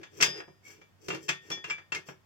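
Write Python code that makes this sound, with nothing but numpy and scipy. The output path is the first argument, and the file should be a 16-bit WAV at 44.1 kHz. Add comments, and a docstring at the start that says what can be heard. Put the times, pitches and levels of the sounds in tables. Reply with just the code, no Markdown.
"""Sharp metallic clacks with a brief ring come in clusters as a hand twists the loose knurled sleeve on
the steel handle of an adjustable dumbbell lying on a workbench. Each impact excites the damped modes
of frame, bar, sleeve and bench. Between knocks, stick-slip friction makes the sleeve scrape softly and
squeak once, and the frame shuffles on its mat. The room is small and quiet, heard from close above."""
import sys
import numpy as np
from scipy import signal
from scipy.fft import rfft, irfft
from scipy.io import wavfile
from scipy.ndimage import uniform_filter1d, map_coordinates

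SR = 44100
rng = np.random.default_rng(int(sys.argv[2]) if len(sys.argv) > 2 else 0)


def to_wav(s):
    """Save 16-bit WAV."""
    ch = np.atleast_2d(s).T  # columns
    pcm = np.round(np.clip(ch, -1, 1) * 32767)  # PCM
    wavfile.write(sys.argv[1], SR, pcm.astype(np.int16))


N = 99225

# Impacts. Each row: start in seconds, clack level in dB, its bass and treble shelves in dB, bar ring
# in dB, frequency in Hz of the mode favoured by the contact point, that mode's level in dB.
KNOCKS = [ (0.031, -34.5, -8.5, -7.5, -53.5, 3544, -57), (0.2089, -19.5, -11, 8.5, -70, 5798, -20.5),
          (0.2238, -12, -11, 9.5, -29.5, 5025, -27.5), (.237, -26.5, 0, -2, -40.5, 3544, -33),
          (.814, -49, 0.5, -6, -61.5, 2328, -52), (1.083, -32, 8, 10, -55, 382, -33),
          (1.102, -23.5, -4.5, -18, -45, 2745, -27.5), (1.146, -33, 1.5, 3.5, -68, 326, -38.5),
          (1.282, -33.5, 2, 7, -77, 2690, -30), (1.2885, -17.5, -12.5, 1, -36.5, 2520, -26),
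          (1.295, -29, -1.5, -2, -42.5, 1690, -30), (1.501, -33, 6, 8.5, -75, 1838, -50.5),
          (1.513, -35, 3, 4, -50, 3410, -30.5), (1.516, -41, 6, 13, -37, 5652, -29.5),
          (1.641, -28.5, -9, -6, -58, 2745, -34), (1.698, -23, -13, -14, -41.5, 5200, -35),
          (1.705, -25.5, -16.5, -14, -60, 2328, -23.5), (1.92, -22, -10.5, -9.5, -43.5, 2690, -22.5),
          (1.947, -26, -6.5, 4, -62, 5975, -43), (1.959, -41, 8.5, -28.5, -63.5, 2140, -26.5)]
# Dull bumps of the frame. Each row: start in seconds, level in dB, bass shelf in dB.
BUMPS = [(0.202, -22, -3.5), (0.281, -49, 23), (0.401, -32, -3), (.478, -53, 17), (1.573, -44, 6),
         (1.781, -36, -8.5), (2.086, -34.5, 5.5)]
# Sliding contacts. Each row: start and length in seconds, then scrape, chatter and shuffle in dB.
SLIDES = [(-.03, 0.071, -89, -61, -48.5), (0.082, 0.3, -55, -60, -48), (0.307, 0.13, -81, -51, -45),
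          (0.615, 0.16, -56, -62, -61.5), (0.702, 0.16, -74.5, -73, -60.5), (0.983, 0.18, -59, -72, -55),
          (1.112, 0.053, -74, -44, -42.5), (1.182, 0.13, -56.5, -84, -57), (1.39, 0.2, -61, -63.5, -59.5),
          (1.654, .065, -65, -51, -55), (2.048, 0.076, -53.5, -59, -59.5)]
# Modes of the steel bar. Each row: frequency in Hz, relative level in dB, 60 dB decay time in seconds.
BAR_MODES = [(1838, -10.5, .7), (2328, 0, .2), (2745, -8, .17), (3120, -10, .35), (3410, -5, .32),
             (3544, -9, .35), (4795, -12, .33), (5025, -24, .56), (5652, -6, .14), (6397, -6, .23)]
# Modes of sleeve and bench. Each row: frequency in Hz, relative level in dB.
SLEEVE_MODES = [(1690, -8), (2140, 2), (2520, -5), (2690, 5.5), (3172, 1.5), (4513, -4.5), (5200, -4.5),
                (5798, -13), (5975, -1), (7370, -0.5)]  # damped by the fingers
BENCH_MODES = [(144, -5.5), (178, -9.5), (326, -13), (382, -4.5)]  # the top with the weights on it
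# Spectral envelopes. Each row: frequency in Hz, relative spectral density in dB.
CLACK_SPECTRUM = [(140, -11), (400, 5), (700, 0), (1400, 3), (2600, 1), (3500, -4), (6200, -6.5),
                  (8000, -13.5), (15500, -27)]
SCRAPE_SPECTRUM = [(2600, -11.5), (7400, 2), (15000, -1)]
SHUFFLE_SPECTRUM = [(40, -22), (140, 2), (240, -3), (390, 16), (1200, -41)]
AIR_SPECTRUM = [(20, -29), (144, -3.5), (274, -14.5), (1200, -18.5), (15500, -36.5)]
# Stereo balance. Each row: frequency in Hz, left minus right level in dB.
BALANCE = [(1000, 0), (7000, 5.5), (15000, 3.5)]
# Microphone notches. Each row: centre in Hz, half width in Hz, gain in dB.
MIC_DIPS = [(3985, 150, -6.5), (9440, 940, -9)]

BASS_EDGE_HZ, TREBLE_EDGE_HZ, TOP_HZ = 1010, 3870, 15900
CLACK_T60_S, AFTER_RING_T60_S, AFTER_RING_DB = 0.051, 0.14, -18.5
SLEEVE_T60_S, SLEEVE_DB, SLEEVE_GROWTH = 0.098, -1.5, 1.73  # growth in dB per dB of clack
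BENCH_T60_S, BENCH_DB = 0.27, -14
FINGER_AT_S, FINGER_CLOSE_S, FINGER_DB = 0.409, 0.0078, -10.5
SIDES = np.array([[1], [-1]])  # left, right


def knocks():
    """Impact excitation: each blow clacks the frame and rings the modes of bar, sleeve and bench."""
    t = np.arange(SR) / SR
    clack = frame_clack()
    sleeve = [(*mode, SLEEVE_T60_S) for mode in SLEEVE_MODES]
    bench = [(*mode, BENCH_T60_S) for mode in BENCH_MODES]
    hz, db, t60 = np.array(BAR_MODES + sleeve + bench, float).T
    ring = modal_body(hz, t60, t)
    clacks, rings = np.zeros((2, N)), np.zeros((2, N))

    def strike(at, clack_db, bass_db, treble_db, bar_db, favoured_hz=None, favoured_db=None):
        add(clacks, at, clack(clack_db, bass_db, treble_db))
        sleeve_db = SLEEVE_DB + SLEEVE_GROWTH * clack_db  # rings out only on hard knocks
        bench_db = BENCH_DB + clack_db + bass_db
        mode_db = db + np.repeat([bar_db, sleeve_db, bench_db], [len(BAR_MODES), len(sleeve), len(bench)])
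        if favoured_hz:
            mode_db[np.argmin(abs(hz - favoured_hz))] = favoured_db
        # A fingertip lands on the bar and lowers the rings already sounding.
        touch = np.clip((at + t - FINGER_AT_S) / FINGER_CLOSE_S, 0, 1) * (at < FINGER_AT_S)
        add(rings, at, ring(undb(mode_db)) * undb(FINGER_DB * touch))

    for knock in KNOCKS:
        strike(*knock)
    for bump in BUMPS:
        strike(*bump, treble_db=-18, bar_db=-64)
    return clacks, rings


def frame_clack(count=300):
    """High modal density: crowded, fast-dying modes merge into a clack. Returns a strike function."""
    t = np.arange(SR // 4) / SR
    hz = 60 + TOP_HZ * ((np.arange(count) + rng.random(count)) / count) ** 2
    decay_per_s = 9.7 * hz / 1000
    frame = modal_body(hz, np.log(1000) / decay_per_s, t)
    standout_db = np.where(np.arange(count) % 3, -4, 4) * (hz > TREBLE_EDGE_HZ)
    scatter_db = 0.5 * np.clip(rng.standard_normal(count), -2, 2)
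    gains = undb(curve(CLACK_SPECTRUM, hz) + sleeve_lift(hz) + standout_db + scatter_db)
    gains *= hz ** 0.25  # offsets the wider spacing of high modes
    gains /= np.sqrt(np.sum(gains ** 2) / 2)
    bass = 1 / (1 + (hz / BASS_EDGE_HZ) ** 4)
    treble = 1 / (1 + (TREBLE_EDGE_HZ / hz) ** 4)
    envelope = fade(t, CLACK_T60_S) + undb(AFTER_RING_DB) * fade(t, AFTER_RING_T60_S)

    def clack(db, bass_db, treble_db):
        return frame(gains * undb(db + bass_db * bass + treble_db * treble)) * envelope
    return clack


def modal_body(hz, t60, t, attack_s=0.0022):
    """Superposition: a struck body sounds as a sum of damped sinusoids. Returns a strike function."""
    modes = np.exp(2j * np.pi * hz[:, None] * t) * fade(t, t60[:, None])
    skew = rng.choice([-1, 1], len(hz)) * rng.uniform(0.89, 1.435, len(hz))
    stereo_phase = np.exp(1j * SIDES * np.pi / 4 * spread(hz) * skew)
    onset = 1 - np.exp(-t / attack_s)

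    def strike(gains):
        phase = np.exp(2j * np.pi * rng.random(len(hz)))
        return ((stereo_phase * gains * phase) @ modes).real * onset
    return strike


def slides(pitch_sag=0.04, hiss_db=-21, bar_coupling_db=16):
    """Forced vibration: friction drives the sleeve's modes, stirs the frame and faintly rings the bar."""
    t, f = np.arange(N) / SR, np.fft.rfftfreq(N, 1 / SR)
    sleeve = undb(hiss_db) + sum(abs(resonance(f, hz, width_hz=100)) ** 2 for hz, _ in SLEEVE_MODES)
    scrape = unit(colour(filtered(grit(), sleeve), SCRAPE_SPECTRUM))
    chatter = unit(colour(filtered(grit(), undb(sleeve_lift(f))), CLACK_SPECTRUM))
    shuffle = unit(colour(grit(), SHUFFLE_SPECTRUM))
    out = squeak(t, f)
    scrape_gain, lead_s = np.zeros(N), np.zeros(N)
    for start, length, scrape_db, chatter_db, shuffle_db in SLIDES:
        progress = np.clip((t - start) / length, 0, 1)
        speed = np.sin(np.pi * progress) ** 2
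        out += speed * (undb(chatter_db) * chatter + undb(shuffle_db) * shuffle)
        scrape_gain += speed * undb(scrape_db)
        lead_s += pitch_sag * length * progress * (1 - progress) / 2  # time warp: sharp, then flat
    sagging = np.array([map_coordinates(side, [(t + lead_s) * SR], mode="mirror") for side in scrape])
    out += scrape_gain * sagging
    bar = sum(undb(db) * resonance(f, hz, np.log(1000) / np.pi / t60) for hz, db, t60 in BAR_MODES)
    return out + undb(bar_coupling_db) * filtered(out, bar)


def squeak(t, f, start_s=0.628, length_s=0.093, hz=2214, db=-55):
    """Narrow resonance: the twisted sleeve draws a brief tone out of friction noise."""
    tone = unit(filtered(grit(), resonance(f, hz, width_hz=50) ** 2))
    progress = np.clip((t - start_s) / length_s, 0, 1)
    return undb(db) * tone * np.sin(np.pi * progress)


def grit(jump_db=2.5):
    """Stick-slip friction: noise jumps in strength from catch to catch, in quick grains and slow jerks."""
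    jumps = np.zeros(N)
    for hold in (SR // 500, SR // 70):
        catches = np.clip(rng.standard_normal(N // hold + 1), -1.7, 1.7)
        jumps += np.repeat(catches, hold)[:N]
    return stereo_noise(N) * uniform_filter1d(undb(jump_db * jumps), SR // 1000)


def sleeve_lift(f, peak_db=4.5, width_hz=50.4):
    """Coupling: the frame's sound gains these decibels near the sleeve's modes."""
    return peak_db * np.max([np.exp(-.5 * ((f - hz) / width_hz) ** 2) for hz, _ in SLEEVE_MODES], axis=0)


def room(x, db=-3, t60_s=0.19, treble_t60_s=0.16, gap_s=0.0024):
    """Reverberation: reflections from the bench and near walls follow the sound; the treble dies first."""
    t = np.arange(SR // 2) / SR
    noise = stereo_noise(len(t))
    dull = signal.sosfiltfilt(signal.butter(2, TREBLE_EDGE_HZ, fs=SR, output="sos"), noise)
    tail = dull * fade(t, t60_s) + (noise - dull) * fade(t, treble_t60_s)
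    tail *= np.clip(t / gap_s - 1, 0, 1)
    tail /= np.sqrt(np.sum(tail ** 2) / 2)
    return x + undb(db) * signal.fftconvolve(x, tail, axes=1)[:, :N]


def room_tone(air_db=-66.5, hum_db=-69.5):
    """Noise floor: broadband air noise and a low hum that wavers because it is narrowband noise."""
    hum_band = resonance(np.fft.rfftfreq(N, 1 / SR), hz=95.7, width_hz=11) ** 2
    hum = unit(filtered(stereo_noise(N), hum_band))
    air = unit(colour(stereo_noise(N), AIR_SPECTRUM))
    return undb(air_db) * air + undb(hum_db) * hum


def stereo_noise(n):
    """Partial coherence: white noise, alike on both sides in the bass and unrelated above."""
    mid, side = rfft(rng.standard_normal((2, n)))
    share = spread(np.fft.rfftfreq(n, 1 / SR))
    return unit(irfft((mid + SIDES * np.sqrt(share) * side) / np.sqrt(1 + share), n))


def spread(hz, corner_hz=241):
    """Decorrelation: the share that differs between the channels rises with frequency."""
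    return hz / (hz + corner_hz)


def resonance(f, hz, width_hz):
    """Frequency response of one mode, with gain 1 at its centre."""
    return 1 / (1 + 2j * (f - hz) / width_hz)


def fade(t, t60):
    """Exponential decay by 60 dB in t60 seconds."""
    return np.exp(-np.log(1000) * t / np.maximum(t60, 1e-3))


def filtered(x, response):
    """Linear filtering: the spectrum is multiplied by a frequency response."""
    return irfft(rfft(x) * response, N)


def colour(x, points):
    """Spectral shaping by an envelope of (Hz, dB) points."""
    return filtered(x, undb(curve(points, np.fft.rfftfreq(N, 1 / SR))))


def curve(points, hz):
    """Interpolation of (Hz, dB) points on a log-frequency axis."""
    f, db = np.array(points, float).T
    return np.interp(np.log(np.maximum(hz, 1)), np.log(f), db)


def undb(db):
    """Amplitude ratio from decibels."""
    return 10 ** (np.asarray(db) / 20)


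def unit(x):
    """Normalisation to rms 1."""
    return x / np.sqrt(np.mean(x ** 2))


def add(out, start, x):
    """Superposition of x on out from start, in seconds."""
    i = int(max(start, 0) * SR)
    out[:, i:i + x.shape[1]] += x[:, :max(N - i, 0)]


def scene():
    """Level difference between the ears places the dumbbell a little to the left, over the room tone."""
    clacks, rings = knocks()
    left, right = room(clacks + slides()) + rings
    left = colour(left, [(hz, db / 2) for hz, db in BALANCE])
    right = colour(right, [(hz, -db / 2) for hz, db in BALANCE])
    return np.array([left, right]) + room_tone()


def record(dry):
    """Transducer response: the microphone has two treble dips, and a steep low-pass cuts the top."""
    f = np.fft.rfftfreq(N, 1 / SR)
    dips_db = sum(db / (1 + ((f - hz) / width) ** 2) for hz, width, db in MIC_DIPS)
    low_pass = signal.ellip(10, .1, 80, TOP_HZ, fs=SR, output="sos")
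    return signal.sosfilt(low_pass, filtered(dry, undb(dips_db)))


dry = scene()
out = record(dry)
to_wav(out)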